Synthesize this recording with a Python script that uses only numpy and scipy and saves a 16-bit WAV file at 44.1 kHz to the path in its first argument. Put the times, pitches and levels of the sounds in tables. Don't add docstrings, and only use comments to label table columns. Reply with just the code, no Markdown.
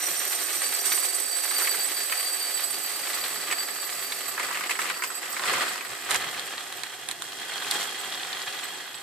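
import sys
import numpy as np
from scipy import signal
from scipy.fft import rfft, irfft
from scipy.io import wavfile
from scipy.ndimage import uniform_filter1d

SR = 44100
rng = np.random.default_rng(int(sys.argv[2]) if len(sys.argv) > 2 else 0)


def put_to_file(sound):
    columns = np.atleast_2d(sound).T
    safe = np.clip(columns, -1, 1)
    whole_steps = np.round(safe * 32767)
    wavfile.write(sys.argv[1], SR, whole_steps.astype(np.int16))


def voltage_ratio(decibels):
    exponent = np.asarray(decibels, float) / 20
    return 10 ** exponent


N = 397782
T = np.arange(N) / SR


def evened(x):
    return x / np.sqrt(np.mean(abs(x) ** 2) + 1e-20)


def read(points, hz):
    f, value = np.transpose(points)
    return np.interp(np.log(hz + 1), np.log(f + 1), value)


def curve(rows, column):
    rows = np.array(rows)
    return np.interp(T, rows[:, 0], rows[:, column])


def band(x, lo_hz, hi_hz):
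    y = signal.sosfilt(signal.butter(2, [lo_hz, hi_hz], "bandpass", fs=SR, output="sos"), x)
    return y / abs(y).max()


def surge(hz, depth_db):
    sos = signal.butter(1, [hz / 5, hz], "bandpass", fs=SR, output="sos")
    wobble = signal.sosfilt(sos, rng.standard_normal(N))
    return voltage_ratio(depth_db * evened(wobble))


def hits(per_s, spread_db):
    size = voltage_ratio(spread_db * np.minimum(rng.exponential(1, N), 5))
    return evened(size * rng.choice([-1., 1.], N) * (rng.random(N) < per_s / SR))


def bursts(rows, tilt=False):
    rise_s = 0.011
    power = np.zeros(N)
    for s, db, length_s, lift_db in rows:
        at = slice(round(s * SR), round((s + length_s * np.pi) * SR))
        u = T[at] - s
        shape = np.clip(u / rise_s, 0, 1) * np.exp(-(u / length_s) ** 2)
        power[at] += (voltage_ratio(db + tilt * lift_db) * shape) ** 2
    return power


def paths(colour, t60, count=4, size=8192):
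    # f/Hz, share 0-1
    shared_sound = [(60, 0.5), (150, 0.5), (380, 0.71), (950, 0.57), (2380, 0.42), (5980, 0.067),
                    (15000, 0.13)]
    hz = np.fft.rfftfreq(size, 1 / SR)
    edge = (hz < colour[0][0]) | (hz > colour[-1][0])
    log_gain = np.log(voltage_ratio(np.where(edge, -70, read(colour, hz))))
    full = np.concatenate([log_gain, log_gain[-2:0:-1]])
    click = np.exp(log_gain - 1j * signal.hilbert(full).imag[:len(hz)])
    t = np.arange(size // 2) / SR
    tail = rng.standard_normal((count, 2, len(t))) * voltage_ratio(-60 * t / t60) * (t > .0012)
    tail = rfft(tail / np.linalg.norm(tail, axis=-1, keepdims=True), size)
    direct = np.clip(read(shared_sound, hz), .02, .98)
    answer = irfft(click * (np.sqrt(direct) + np.sqrt(1 - direct) * tail), size)
    return answer / np.sqrt((answer ** 2).sum(-1).mean())


def scatter(train, answers):
    spot = rng.integers(0, len(answers), N)
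    return sum(signal.oaconvolve((train * (spot == k))[None], a, axes=1)[:, :N]
               for k, a in enumerate(answers))


def hiss():
    colour = [(150, -50), (300, -21), (3000, -6), (15000, 20)]  # f/Hz, level/dB
    spectrum = rfft(rng.standard_normal((2, N))) * voltage_ratio(read(colour, np.fft.rfftfreq(N, 1 / SR)))
    return voltage_ratio(-45.5) * evened(irfft(spectrum, N))


def handling():
    # t/s, level/dB
    arm_moves = [(0.0, -75), (2.3, -71), (2.9, -68.5), (5.3, -69.5), (5.55, -55), (5.75, -73),
                 (6.12, -56.5), (6.56, -67.5), (9.02, -69)]
    # f/Hz, level/dB
    table_colour = [(20, -41), (55, -27), (80, -14), (105, -6.5), (125, 0.5), (155, -8), (190, -5.5),
                    (240, -37)]
    shudder = hits(per_s=1200, spread_db=2.0) * surge(hz=9.3, depth_db=3.0)
    return scatter(shudder * voltage_ratio(curve(arm_moves, column=1)), paths(table_colour, 0.041, count=6))


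def slack_snaps():
    # t/s, peak level/dB, centre of the dull ring f/Hz, upper ring level/dB
    slack_events = [(0.494, -22, 2150, -15), (0.918, -12, 1810, -6), (1.025, -18.5, 1870, -24),
                    (1.509, -17.5, 1600, -2.5), (1.6043, -19, 1730, -16), (1.6184, -16, 1590, -23),
                    (1.672, -9.5, 2000, -24), (1.7444, -20, 1550, -15), (2.0977, -15, 2430, -17),
                    (2.122, -9.5, 1890, -28), (3.0693, -19, 1870, -5), (3.1313, -18, 2060, -4),
                    (3.2394, -22, 1580, 4), (3.511, -12, 1950, -28), (3.524, -10.5, 1860, -36),
                    (4.12, -16, 2030, -2), (5.394, -15.5, 1350, -9), (5.436, -18, 1250, -2),
                    (5.455, -16, 1530, -17), (5.535, -10, 1820, -27), (5.777, -22, 1920, -22),
                    (5.8083, -18, 1830, -18)]
    crack_db, fold, creases_s = -19.5, 2.5 * 0.21, 0.052
    return [(*row, crack_db, fold, creases_s) for row in slack_events]


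def shaken_buckles():
    # t/s, peak level/dB, centre of the dull ring f/Hz
    main_buckles = [(4.3773, -15, 1540), (4.3964, -9.5, 1770), (4.4297, -13.5, 1900), (4.4565, -20, 1660),
                    (4.4864, -17.5, 1460), (4.51, -16, 1550), (4.545, -13, 1920), (4.551, -17, 1940),
                    (4.572, -13, 1990), (4.608, -14, 1630), (4.637, -15.5, 2000), (4.6934, -11, 1980),
                    (4.7078, -9, 2140), (4.7136, -17.5, 2400), (4.754, -15, 1840), (4.79, -11.5, 1540),
                    (4.8164, -13, 2570), (4.8434, -24, 1260), (4.854, -15.5, 1710), (4.8884, -17, 2000),
                    (4.899, -11, 1770), (4.964, -23.5, 1290), (5.0213, -12.5, 1720), (5.037, -10, 1900),
                    (5.101, -22, 1360), (5.332, -27, 1210)]
    # t/s, peak level/dB, centre of the dull ring f/Hz
    lesser_creases = [(4.291, -27, 1570), (4.5057, -19, 1200), (4.5844, -25, 1870), (4.661, -22, 1970),
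                      (4.724, -24, 2430), (4.764, -24, 1750), (4.8016, -18, 2070), (4.8742, -17, 2030),
                      (4.9394, -26, 1950), (4.994, -24, 1250), (5.1423, -30, 1990), (5.23, -26, 1920),
                      (5.258, -22, 1870), (5.2984, -27, 1810), (5.3653, -17, 1630), (5.4198, -21, 1210),
                      (5.4824, -26, 1270), (5.5044, -21, 1250), (5.5794, -20, 1250), (5.625, -12, 1750),
                      (5.6344, -21, 1180), (5.6648, -21, 1250), (5.6986, -27, 2010), (5.7563, -22, 1270),
                      (5.8496, -18.5, 1830), (6.0244, -36, 1860), (6.0571, -27, 1880), (6.0888, -17, 1690),
                      (6.128, -24, 1850), (6.151, -21, 1870), (6.2644, -26, 1240), (6.3444, -20, 1900),
                      (6.476, -20, 2110)]
    upper_db, crack_db, fold, creases_s = -22, -19.5, 1, 0.046
    return [(*row, upper_db, crack_db, fold, creases_s) for row in main_buckles + lesser_creases]


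def pinches():
    # t/s, peak level/dB, centre of the dull ring f/Hz, upper ring level/dB, crack level/dB
    pinch_events = [(6.1077, -19, 1180, 0, 3), (6.1137, -10, 1660, -0.5, -14), (6.145, -9, 1800, -8, -10),
                    (6.159, -16.5, 1580, -8, 0.5), (6.2417, -17, 2010, -16, -20),
                    (6.3946, -20, 1820, 3, -8), (6.5794, -14, 2080, -6, -27),
                    (6.7248, -20, 1840, -1.5, -11), (6.8342, -15, 1900, -1.5, -12),
                    (7.0872, -13, 2000, -3, -10), (7.1116, -17.5, 2200, 2, -8), (7.221, -21, 1310, 3, -4),
                    (7.4, -30, 1900, -5, -6), (7.5183, -17, 1840, -15, -28), (7.622, -21, 1260, 2, -18),
                    (7.6457, -16, 1820, -19, -18), (7.711, -15.5, 1910, 4.5, -1.5),
                    (7.8542, -20, 1420, -7, -13), (8.123, -22, 1980, 4, -13), (8.233, -30, 1270, 12, -18),
                    (8.329, -26, 1700, 9, -22), (8.4174, -23, 1850, 3, -20)]
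    fold, creases_s = 2.5, 0.024
    return [(*row, fold, creases_s) for row in pinch_events]


def heap_taps():
    # t/s, peak level/dB, centre of the ring f/Hz
    tap_events = [(7.2903, -39, 3040), (7.3213, -24, 3210), (7.3864, -23, 3080), (7.5383, -22, 3230),
                  (7.579, -18, 3280), (7.7897, -18.5, 3210), (7.8186, -17, 3200), (7.883, -29, 3300),
                  (7.918, -23, 3780), (8.0351, -27, 3240), (8.084, -28, 3220), (8.1458, -19, 3660),
                  (8.1968, -20, 3160), (8.2744, -33, 3120), (8.5265, -20, 3210), (8.5894, -22, 3180),
                  (8.633, -23, 3180), (8.6852, -32, 3210), (8.783, -31, 3200), (8.8478, -32, 3700),
                  (8.9431, -23, 3290)]
    upper_db, crack_db, fold, tap_s = -12, -22, 1, 0.023
    return [(*row, upper_db, crack_db, fold, tap_s) for row in tap_events]


def bag():
    events = slack_snaps() + shaken_buckles() + pinches() + heap_taps()
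    out, t = np.zeros((2, N + 4096)), np.arange(2048) / SR
    for s, db, hz, upper_db, crack_db, fold, creases_t60 in events:
        noise = rng.standard_normal((3, len(t)))
        burst = fold * np.exp(-t / 0.00031) + voltage_ratio(-60 * t / creases_t60)
        near = (noise[0] + .5 * noise[1:]) * burst
        snap = band(near, hz * 0.76, hz * 1.4)
        snap += voltage_ratio(-11.5) * band(near[::-1], 1067, 1524)
        snap += voltage_ratio(upper_db + 4.0) * band(near * burst ** 0.55, 3020, 4250)
        snap += voltage_ratio(crack_db + 12.0) * band(noise[1:] * burst ** 1.2, 5800, 10460)
        at = round((s + .0004) * SR)
        out[:, at:at + len(t)] += voltage_ratio(db - 5.0) * snap
    t = np.arange(3000) / SR
    echoes = rng.standard_normal((2, len(t))) * voltage_ratio(-60 * t / 0.052) * (t > .0015)
    echoes = voltage_ratio(-5.5) * echoes / np.linalg.norm(echoes, axis=1, keepdims=True)
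    return (out + signal.oaconvolve(out, echoes, axes=1)[:, :out.shape[1]])[:, :N]


def stream(tilt=False):
    # t/s, level/dB
    slow_pour = [(0.0, -35), (0.8, -35.5), (1.28, -37.5), (1.63, -33.5), (1.81, -36), (2.86, -37.5),
                 (3.16, -35.5), (3.62, -38), (5.2, -38.5), (5.48, -33.5), (5.755, -35.5), (5.79, -39.5),
                 (6.23, -37.5), (7.19, -43.5), (7.74, -33.5), (7.94, -37), (8.62, -38), (9.02, -45.5)]
    # t/s, level/dB, length/s, lift of the ticking/dB
    slump_events = [(0.846, -34.5, 0.095, 4.5), (0.91, -36, 0.07, 4.5), (0.99, -38, 0.018, 9),
                    (1.02, -38, 0.045, 6), (1.14, -35, 0.012, 12.5), (1.57, -39.5, 0.092, 8.5),
                    (3.48, -31.5, 0.07, -12), (3.9, -49, 0.64, -21), (4.388, -34, 0.21, -2.5),
                    (4.528, -38, 0.35, -2), (4.689, -31, 0.033, 1), (4.78, -36, 0.15, 1.5),
                    (4.89, -34.5, 0.038, -16), (5.026, -40, 0.029, 11.5), (5.225, -44, 0.059, -8),
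                    (5.45, -26.5, 0.23, -6.5), (5.57, -40, 0.14, -6), (5.66, -35.5, 0.07, -11),
                    (6.088, -28.5, 0.11, -1.5), (6.2, -37.5, 0.28, -17), (6.936, -36, 0.021, -3),
                    (7.085, -39.5, 0.05, -10), (7.22, -43.5, 0.12, 2), (7.38, -36, 0.056, -9),
                    (7.71, -34, 0.077, 2), (7.79, -39, 0.065, 9.5)]
    return 10 * np.log10(voltage_ratio(2 * curve(slow_pour, column=1)) + bursts(slump_events, tilt))


def places():
    # t/s, share in the bag 0-1, share at the rim 0-1; the rest is deep in the glass
    rattle_shares = [(0, 0.06, 0.02), (2.8, 0.05, 0.05), (3.5, 0.66, 0), (4.2, 0.13, 0), (4.4, 1, 0),
                     (5.8, 0.99, 0.01), (6.3, 0.5, 0.32), (6.9, 0.24, 0.68), (9.02, 0.66, 1)]
    sack, brim = (np.clip(curve(rattle_shares, column=k), 0, 1) for k in (1, 2))
    return np.clip(1 - sack - brim, 0, 1), sack, brim


def tick_level():
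    under_rattle_db = (-7.5, -11, -13)
    shares = np.array(places())
    return voltage_ratio(stream(tilt=True) + np.dot(under_rattle_db, shares) / shares.sum(0))


def ring(drive, width_hz):
    r = np.exp(-np.pi * width_hz / SR)
    return signal.lfilter([np.sqrt(2 * (1 - r ** 2))], [1, -r], drive, axis=1)


def rim_level(k):
    # t/s, level/dB
    rim_brush = [(0.0, -47), (0.4, -47), (0.6, -42), (0.95, -40), (1.75, -37.5), (2.7, -41.5), (3.4, -43),
                 (4.1, -42.5), (4.5, -49.5), (5.0, -43.5), (5.5, -49), (6.2, -53), (7.1, -69), (7.8, -61),
                 (9.02, -62)]
    # t/s, level/dB, length/s, lift of the highest rim mode/dB
    edge_clips = [(1.5417, -30, 0.03, -4), (1.673, -27, 0.034, -11), (1.784, -24, 0.028, -3),
                  (1.9508, -43, 0.027, -7), (2.0975, -31, 0.034, 1), (2.267, -33, 0.036, -4),
                  (2.319, -26, 0.033, -14), (2.414, -33, 0.033, -2), (2.527, -24, 0.036, -12),
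                  (2.6213, -26.5, 0.033, -6), (2.6856, -51, 0.023, -9), (2.824, -26, 0.038, 4),
                  (3.123, -33, 0.03, -6), (3.204, -27, 0.03, 2), (3.3506, -33, 0.03, -9),
                  (3.502, -26, 0.03, -11), (3.582, -26, 0.072, -6), (3.762, -31, 0.027, 4),
                  (3.838, -32, 0.035, 2), (4.04, -29, 0.037, -4), (4.27, -24.5, 0.037, -4),
                  (4.373, -43, 0.027, -4), (4.4307, -28, 0.03, -4), (4.545, -35, 0.026, 0),
                  (4.686, -27, 0.03, -4), (4.7953, -41, 0.03, -4), (4.964, -34, 0.027, -8),
                  (5.064, -25.5, 0.028, -7), (5.133, -28, 0.038, -4), (5.302, -29, 0.03, -4),
                  (5.3735, -39, 0.02, -8), (5.4733, -41, 0.03, -8), (5.679, -26.5, 0.03, -9.5),
                  (5.856, -37, 0.025, -16), (6.038, -32, 0.043, -11), (6.164, -40, 0.03, -4),
                  (6.75, -39, 0.03, 3), (6.8337, -50, 0.03, -4), (7.09, -41, 0.03, -7),
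                  (7.51, -50, 0.027, -9), (7.7162, -33, 0.03, -4), (7.8384, -42, 0.03, 0),
                  (7.983, -31, 0.027, 1), (8.228, -49, 0.024, -6), (8.63, -30.5, 0.02, 0),
                  (8.7349, -35, 0.033, -6), (8.937, -35, 0.03, -8), (8.997, -42, 0.03, -6)]
    mode_db = (-3, -0.5, -19.5)[k]
    fade_db_per_s = (-0.1, 1, -2.4)[k]
    brush = voltage_ratio(curve(rim_brush, column=1) + mode_db - fade_db_per_s * T)
    clip_db = -10.5
    if k == 0:
        clip_db = clip_db - 4 - fade_db_per_s * T
    if k == 2:
        clip_db = clip_db + np.minimum(1.1 * T - 6.4, 0)
    return np.sqrt(brush ** 2 + bursts(edge_clips, tilt=k == 2) * voltage_ratio(2 * clip_db))


def glass(clumps):
    # f/Hz, rise once buried/Hz
    mode_pitches = [(4622, -10), (7958, 70), (12160, 30), (5845, 30), (8790, 150), (11850, 150),
                    (13160, 15), (13297, 15), (7500, 200)]
    # width/Hz, level/dB, loss once buried/dB, buried at t/s, left minus right/dB, left lead/rad
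    mode_rings = [(14.4, 4.5, 10, 4.98, 4.5, 1.3), (19.7, 2.5, -1, 5.2, -7, -1.5),
                  (30, 3.5, 4, 6.3, -3.5, 1), (49, 1, 20, 1.74, -0.5, 1), (28.5, 3, 27, 3.6, 0, 0.7),
                  (60, -7.5, 6, 2.9, -11.5, -3.5), (55, -5.5, 33, 4.5, -13.5, -0.5),
                  (50, -2, 31, 5.5, -1, 1.4), (495, -2.5, 36, 2.2, 1, -0.5)]
    rim_modes, alike, buried_width = 3, .7, 2.4
    out = np.zeros((2, N))
    shower = hits(per_s=1900, spread_db=3.0) * clumps ** 0.37 * tick_level() * voltage_ratio(4.0)
    strays = hits(per_s=1100, spread_db=3.0)
    for k, ((hz, rise_hz), mode) in enumerate(zip(mode_pitches, mode_rings)):
        width_hz, db, loss_db, buried_s, pan_db, lead = mode
        buried = 1 / (1 + np.exp((buried_s - T) / .5))
        turn = np.exp(2j * np.pi * np.cumsum(hz + rise_hz * buried) / SR)
        strikes = strays * rim_level(k) if k < rim_modes else shower
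        drive = strikes * voltage_ratio(db - loss_db * buried) * rng.standard_normal((2, N))
        bare, covered = np.split(drive / turn, [round(buried_s * SR)], axis=1)
        one, twin = turn * np.hstack([ring(bare, width_hz), ring(covered, width_hz * buried_width)])
        out[0] += voltage_ratio(pan_db / 2) * (one * np.exp(1j * lead)).real
        out[1] += voltage_ratio(-pan_db / 2) * (alike * one + np.sqrt(1 - alike ** 2) * twin).real
    return out


def grains(clumps):
    # f/Hz, level/dB per Hz
    deep_colour = [(470, -4.5), (800, -3), (973, -7), (1180, 3.5), (1380, -0.5), (1880, 6), (2580, 2),
                   (3580, 0.5), (4390, 6.5), (4490, -9), (4760, -3), (4880, -5), (5600, -1), (7280, -8),
                   (12300, -120)]
    # f/Hz, level/dB per Hz
    sack_colour = [(470, -13.5), (800, -13), (1000, -11), (1230, 0), (1430, -5.5), (1700, -4), (1980, 0.5),
                   (2230, -11), (2480, -5.5), (2900, -8), (3880, -9.5), (4300, -8.5), (5600, -24),
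                   (7300, -54)]
    # f/Hz, level/dB per Hz
    brim_colour = [(470, -35), (760, -1), (1010, -8), (1240, -11), (1470, -2.5), (1800, 0), (2350, -9),
                   (2650, -4), (3050, -2.5), (3260, 7), (3500, -4.5), (3750, -4.5), (3950, -4.5),
                   (4230, -0.5), (4700, -13), (7000, -11.5)]
    # f/Hz, level/dB
    tick_colour = [(3500, -63), (4800, 0), (6200, 0.5), (7400, 5.5), (8400, 8), (10000, 2), (12500, 3),
                   (14500, -1), (17000, -10)]
    # f/Hz, level/dB per Hz
    thud_colour = [(100, -40), (170, -7), (188, -14.5), (291, -8), (389, -2.5), (459, -9), (520, -3),
                   (617, -11), (710, -1.5), (863, -8), (912, -14), (1100, -10.5), (1430, -22), (2420, -120)]
    (deep, sack, brim), flow_db = places(), stream()

    rattle = hits(per_s=3000, spread_db=3.5) * clumps * voltage_ratio(flow_db)
    out = scatter(rattle * np.sqrt(deep), paths(deep_colour, 0.083))
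    out += scatter(rattle * np.sqrt(sack), paths(sack_colour, 0.092))
    out += scatter(rattle * np.sqrt(brim), paths(brim_colour, 0.086))

    ticks = hits(per_s=7000, spread_db=4.0) * clumps ** 0.44 * tick_level() * voltage_ratio(8.0)
    dull = [(hz, db - 8.2 * np.log2(hz / 7000)) for hz, db in tick_colour]
    out += scatter(ticks * np.sqrt(deep), paths(tick_colour, 0.053))
    out += scatter(ticks * np.sqrt(1 - deep), paths(dull, 0.011))

    thud_db = -45 + 0.86 * (flow_db + 35.5)
    thuds = hits(per_s=2500, spread_db=3.0) * clumps ** 0.58 * voltage_ratio(thud_db)
    return out + scatter(thuds, paths(thud_colour, 0.21))


def scene():
    clumps = evened(surge(hz=27.0, depth_db=1.5))
    small = hiss() + bag() + glass(clumps) + grains(clumps)
    return signal.sosfilt(signal.butter(6, 175, "highpass", fs=SR, output="sos"), small) + handling()


def top_cut(x):
    return signal.sosfilt(signal.butter(12, 15810, fs=SR, output="sos"), x)


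def record(dry):
    # f/Hz, left minus right level/dB
    port_balance = [(60, 17), (120, 3), (240, 1.6), (950, -2), (1900, -0.5), (3800, -1), (6000, 1),
                    (7500, -9), (10000, -7.5), (15000, -0.5)]
    # f/Hz, level/dB
    gate_curve = [(4000, -24), (9000, -14), (11500, -6), (13000, -3), (14500, 0)]
    sharp_cracks = [
        7.088,
        7.222,
        7.711,
    ]
    edge_hz, bass_hz = 14560, 290
    hz, _, z = signal.stft(dry, SR, nperseg=2048, noverlap=1536)
    f = hz[:, None]
    tilt_db = read(port_balance, f) / 2
    z = z * voltage_ratio([tilt_db, -tilt_db])

    cell = uniform_filter1d(uniform_filter1d(abs(z) ** 2, size=4, axis=1), size=3, axis=2)
    heard = cell > voltage_ratio(2 * (-71 + read(gate_curve, f)))
    heard |= f < gate_curve[0][0]

    bass = uniform_filter1d((abs(z) ** 2).mean(0), size=3, axis=1)
    treble = uniform_filter1d((abs(z[:, hz > 6000]) ** 2).mean((0, 1)), size=40)
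    masked = bass < treble * voltage_ratio(2 * -9 + 8.0 * np.log2((f + 20) / 200))
    z = z * np.where((f < bass_hz) & masked, voltage_ratio(-13), 1)

    body, top = (signal.istft(z * keep, SR, nperseg=2048, noverlap=1536)[1][:, :N]
                 for keep in (heard * (f < edge_hz), f >= edge_hz))
    sharp = sum(np.exp(-((T - s) / .002) ** 2) for s in sharp_cracks)
    return top_cut(body + top * sharp * voltage_ratio(-4))


dry = scene()
out = record(dry)
put_to_file(out)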